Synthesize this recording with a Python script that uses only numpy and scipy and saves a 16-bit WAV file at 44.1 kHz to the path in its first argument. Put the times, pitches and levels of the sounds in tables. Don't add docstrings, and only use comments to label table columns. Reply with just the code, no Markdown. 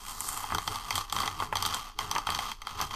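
import sys
import numpy as np
from scipy import signal
from scipy.fft import rfft, irfft
from scipy.io import wavfile
from scipy.ndimage import uniform_filter1d, minimum_filter1d

SR = 44100
rng = np.random.default_rng(int(sys.argv[2]) if len(sys.argv) > 2 else 0)


def digitize_waveform(pressure):
    field = np.atleast_2d(pressure).T
    bounded = np.clip(field, -1, 1)
    quanta = np.round(bounded * 32767).astype(np.int16)
    wavfile.write(sys.argv[1], SR, quanta)


N = 130095

# time_s, wood_db, crackle_db, rustle_db
CRUNCH_LEVELS = [(0.02, -51.5, -54, -55), (0.1, -41.5, -45, -42), (0.16, -47.5, -58, -52.5),
                 (0.27, -43, -54, -40), (0.41, -40, -48, -44.5), (0.47, -44, -48.5, -49.5),
                 (0.56, -39.5, -47, -50.5), (0.655, -46.5, -51, -49), (0.72, -36.5, -44.5, -45.5),
                 (0.83, -45, -49.5, -53.5), (0.92, -39, -46.5, -49.3), (1.0, -39, -41, -45),
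                 (1.075, -52, -59, -63), (1.11, -48.5, -52.5, -62), (1.15, -36.5, -45.5, -45.5),
                 (1.23, -34.5, -43, -46), (1.36, -46, -51.5, -57), (1.435, -35.5, -44.5, -48),
                 (1.505, -52.5, -62.5, -67), (1.58, -39, -45, -50), (1.68, -38.5, -41, -49),
                 (1.76, -36, -42, -45), (1.84, -48, -50, -56), (1.89, -45.5, -52.5, -58),
                 (1.96, -64.4, -67, -85), (2.005, -36.5, -42, -47), (2.08, -44, -50.5, -56),
                 (2.17, -36.1, -47.5, -51), (2.25, -48.5, -56.7, -64), (2.29, -39.5, -44, -52),
                 (2.41, -38, -43, -48.5), (2.5, -39, -43.9, -50.5), (2.56, -64, -61.5, -68),
                 (2.61, -59, -66, -83), (2.7, -42, -45, -52.5), (2.74, -47.5, -53, -62),
                 (2.825, -32, -40, -45.5), (2.89, -51, -53.5, -57), (2.94, -38, -45.5, -52)]
# time_s, level_db
THUD_LEVELS = [(0.05, -64), (0.25, -57), (0.49, -60), (0.555, -37.5), (0.63, -64), (0.7, -44), (0.83, -66),
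               (0.97, -44.5), (1.08, -69), (1.15, -48), (1.36, -53), (1.43, -48.5), (1.5, -56), (1.55, -48),
               (1.7, -50), (1.93, -73), (2.0, -52), (2.16, -50.5), (2.24, -66), (2.3, -47), (2.6, -69.5),
               (2.83, -47), (2.92, -57)]
# start_s, snap_db, treble_db, wood_db
HUSK_BURSTS = [(0.2057, -45, -33.5, -39), (0.2879, -41, -32, -36), (0.3294, -42.5, -44, -41.5),
               (0.3744, -41.2, -38.5, -34), (0.4405, -43, -57, -31.5), (0.5477, -30, -39.5, -25.5),
               (0.5831, -31.5, -45.5, -27.8), (0.6765, -28.5, -42, -27), (0.7435, -40, -57, -36),
               (0.7576, -36, -45, -33.5), (0.9064, -29, -40, -26.5), (0.9264, -36, -54, -41),
               (0.955, -24.5, -29.5, -32.5), (0.979, -31.5, -39, -27.5), (1.0092, -40, -56, -34),
               (1.0982, -38.5, -52, -59), (1.1249, -28.0, -34, -27.5), (1.1639, -30, -43, -28.5),
               (1.1861, -31.5, -47, -32), (1.2027, -33, -41, -27.5), (1.218, -33.5, -62, -37),
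               (1.2333, -38, -59, -29), (1.259, -35.5, -45, -34), (1.2767, -30, -44, -27),
               (1.4007, -34.5, -50, -28), (1.5552, -28, -40, -26.5), (1.5695, -28, -42, -36),
               (1.6248, -28.5, -38, -30), (1.6515, -27, -40, -31), (1.6618, -29, -31.6, -28),
               (1.7389, -32, -52, -37.5), (1.7446, -34, -36, -33.5), (1.9887, -28.5, -41, -27.5),
               (2.1132, -27, -37, -29), (2.1514, -34, -48, -31.5), (2.1819, -33.5, -45, -28),
               (2.2693, -30.5, -42.5, -26), (2.3033, -31, -39, -34), (2.321, -38, -49, -31.5),
               (2.3483, -28.5, -43, -33.5), (2.3892, -32, -46.5, -28.5), (2.5162, -34.8, -47, -34.5),
               (2.6179, -41, -54.5, -40.5), (2.67, -36.5, -50, -31.5), (2.7926, -39.5, -64, -40),
               (2.8133, -29.5, -40.5, -33), (2.9082, -39.5, -63, -38.5), (2.9382, -39.5, -61, -35)]
# start_s, level_db, clack_db
PIN_DROPS = [(0.5044, -39, -37), (0.5227, -29.5, -46), (1.411, -39, -57), (1.4235, -29, -61),
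             (1.5264, -26.5, -28), (2.162, -27, -24.5), (2.2909, -30.5, -29.5), (2.8025, -30.5, -42.8)]
# pitch_hz, level_db, t60_s
BOARD_MODES = [(843.7, 0, 0.028), (980, 2, 0.0093), (1205, -2.5, 0.016), (1267, -3.5, 0.014),
               (1250, -10.5, 0.021), (2060, -8, 0.023), (2626, -16, 0.016)]
PIN_MODES = [(2060, -11.5, 0.021), (3206, 4, 0.019), (4575, -1, 0.011), (6236, -3.5, 0.012)]
TABLE_MODES = [(93, 1, 0.17), (174, -7, 0.14), (309, -12.5, 0.25), (420.7, -8, 0.12)]
# frequency_hz, level_db
RUMBLE_SPECTRUM = [(22, -18.5), (33, -7.5), (41, -18.5), (60, -28), (150, -46), (600, -61)]
GRIND_SPECTRUM = [(60, -20), (220, 1.5), (580, -14.5), (720, -0.5), (900, 9.5), (1250, 12), (1600, -3),
                  (4000, -23.5)]
CRACKLE_SPECTRUM = [(300, -9.5), (1000, -11), (1800, 0.5), (2600, 5.5), (3300, 3), (4700, 7), (6500, 1),
                    (9000, -15), (14500, -17.5)]
RUSTLE_SPECTRUM = [(1000, -69), (3000, -22.5), (5000, -10), (7000, 4), (8700, 5.5), (10500, -4),
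                   (12500, -0.5), (14500, -5)]
POD_SPECTRUM = [(2200, -13), (4500, 7), (8500, -1), (10500, -2.5), (14500, -0.5)]
SNAP_SPECTRUM = [(300, -24), (900, -14.5), (1900, 7.5), (2600, 12.5), (3300, 5), (4600, 9), (6300, -7.5),
                 (8500, -9), (14500, -33.5)]
CLACK_SPECTRUM = [(700, -8.5), (1600, 5), (3300, -0.5), (5000, -59)]

CONTACT_HZ = 1084


def amp(db):
    return 10 ** (np.asarray(db) / 20)


def blow(x, duration_s=0.005):
    return x * np.sqrt(duration_s * SR / (np.sum(x ** 2) + 1e-20))


def level(curve, column=1):
    rows = np.array(curve)
    return amp(np.interp(np.arange(N) / SR, rows[:, 0], rows[:, column]))


def add(mix, start_s, sound):
    part = mix[max(round(start_s * SR), 0):][:len(sound)]
    part += sound[:len(part)]


def through(x, response):
    return signal.fftconvolve(x, response)[:len(x)]


def colour(spectrum, size=4096):
    hz, db = np.transpose(spectrum)
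    bins_hz = np.fft.rfftfreq(size, 1 / SR)
    gain = amp(np.interp(np.log(bins_hz + 1), np.log(hz), db))
    cepstrum = irfft(np.log(gain))
    cepstrum[1:size // 2] *= 2
    cepstrum[size // 2 + 1:] = 0
    return irfft(np.exp(rfft(cepstrum)))


def ringing(modes, size=6000):
    t = np.arange(size) / SR
    return sum((-1) ** k * amp(db) * np.exp(-np.log(1000) * t / t60_s) * np.sin(2 * np.pi * hz * t)
               for k, (hz, db, t60_s) in enumerate(modes))


def steady(x, size=1000):
    power = uniform_filter1d(uniform_filter1d(x ** 2, size), size)
    return x / np.sqrt(abs(power) + 1e-12)


def room_tone():
    rumble = through(rng.standard_normal(N), colour(RUMBLE_SPECTRUM, size=32768))
    hiss = rng.standard_normal(N)
    return amp(-49.5) * steady(rumble, size=5000) + amp(-92) * hiss


def fractures(per_s=2600, spread_db=5.5):
    strengths = amp(spread_db * np.minimum(rng.exponential(1, N), 3.28))
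    return strengths * rng.choice([-1, 1], N) * (rng.random(N) < per_s / SR)


def crumb_crunch():
    clicks = fractures()
    decay = np.exp(-np.arange(64) / SR / 0.00059)
    tearing = np.sqrt(abs(through(clicks ** 2, decay))) * rng.standard_normal(N)
    board = amp(-3) * steady(through(clicks, ringing(BOARD_MODES)))
    grind = amp(-2) * steady(through(clicks, colour(GRIND_SPECTRUM)))
    table = amp(-24.5) * steady(through(clicks, ringing(TABLE_MODES[2:])))
    crackle = amp(-1.5) * steady(through(tearing, colour(CRACKLE_SPECTRUM)))
    pin = amp(-2.5) * steady(through(clicks, ringing(PIN_MODES)))
    rustle = amp(0.5) * steady(through(tearing, colour(RUSTLE_SPECTRUM)))
    return ((board + grind + table) * level(CRUNCH_LEVELS, column=1)
            + (crackle + pin) * level(CRUNCH_LEVELS, column=2)
            + rustle * level(CRUNCH_LEVELS, column=3))


def table_thuds():
    shaking = through(fractures(), ringing(TABLE_MODES))
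    return amp(3) * level(THUD_LEVELS) * steady(shaking, size=2000)


def pod_hiss(peak_s=0.26, width_s=0.13):
    swell = np.exp(-abs(np.arange(N) / SR - peak_s) / width_s)
    hiss = steady(through(rng.standard_normal(N), colour(POD_SPECTRUM)))
    return amp(-41) * swell * hiss


def board_contact(pitch_hz, swell_s, size=3000):
    t = np.arange(size) / SR
    return blow(t * np.exp(-t / swell_s) * np.sin(2 * np.pi * pitch_hz * t))


def husk_cracks(tear_s=0.001, crumble_s=0.0048, push_s=0.0011, board_delay_s=0.0008, size=3000):
    out, t = np.zeros(N), np.arange(size) / SR
    snap, treble, grind = colour(SNAP_SPECTRUM), colour(RUSTLE_SPECTRUM), colour(GRIND_SPECTRUM)
    pin, board = ringing(PIN_MODES), ringing(BOARD_MODES)
    for start_s, snap_db, treble_db, wood_db in HUSK_BURSTS:
        tear, crumbs, jolt = rng.standard_normal((3, size))
        burst = blow(np.sign(tear) * np.exp(-(t / tear_s) ** 2))
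        burst += amp(-6) * blow(crumbs ** 3 * np.exp(-t / crumble_s))
        crack = blow(through(burst, snap)) + amp(4.5) * blow(through(burst, pin))
        add(out, start_s, amp(snap_db + 0.5) * blow(crack))
        add(out, start_s, amp(treble_db + 5.5) * blow(through(burst, treble)))
        push = jolt * np.exp(-t / push_s)
        ring = amp(-1.5) * blow(through(push, board)) + amp(-6) * blow(through(push, grind))
        contact = board_contact(CONTACT_HZ * np.exp(0.11 * jolt[0]), push_s)
        add(out, start_s + board_delay_s, amp(wood_db + 0.5) * blow(contact + ring))
    return out


def pin_knocks(impact_s=0.00063, chatter_s=0.0061, size=3000):
    out, t = np.zeros(N), np.arange(size) / SR
    board, grind, edge = ringing(BOARD_MODES), colour(GRIND_SPECTRUM), colour(CLACK_SPECTRUM)
    for start_s, level_db, clack_db in PIN_DROPS:
        chatter = rng.standard_normal(size) * np.exp(-t / chatter_s)
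        ring = blow(through(chatter, board)) + blow(through(chatter, grind))
        knock = board_contact(CONTACT_HZ, impact_s) + amp(-5) * ring
        clack = through(chatter * np.exp(-t / impact_s), edge)
        add(out, start_s, amp(level_db + 4) * blow(knock))
        add(out, start_s, amp(clack_db - 0.5) * blow(clack))
    return out


def room_reflections(x, t60_s=0.17, delay_s=0.004, size=12000):
    t = np.arange(size) / SR
    echoes = rng.standard_normal(size) * (rng.random(size) < 0.1) * (t > delay_s)
    tail = echoes * np.exp(-np.log(1000) * t / t60_s)
    return amp(-12) * through(x, tail / np.linalg.norm(tail))


def scene():
    close = husk_cracks() + pin_knocks() + crumb_crunch() + pod_hiss() + table_thuds()
    return (close + room_reflections(close) + room_tone())[None]


def record(dry, limit_db=-16.5, release_s=0.0013, cutoff_hz=14500):
    release = np.arange(N) / SR / release_s
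    overshoot = np.log(np.maximum(abs(dry[0]) / amp(limit_db), 1))
    reduction = np.maximum.accumulate(overshoot + release) - release
    gain = uniform_filter1d(minimum_filter1d(np.exp(-reduction), size=15), size=15)
    low_pass = signal.firwin(401, cutoff_hz, window=("kaiser", 8), fs=SR)
    return signal.oaconvolve(dry * gain, low_pass[None], "same")


dry = scene()
out = record(dry)
digitize_waveform(out)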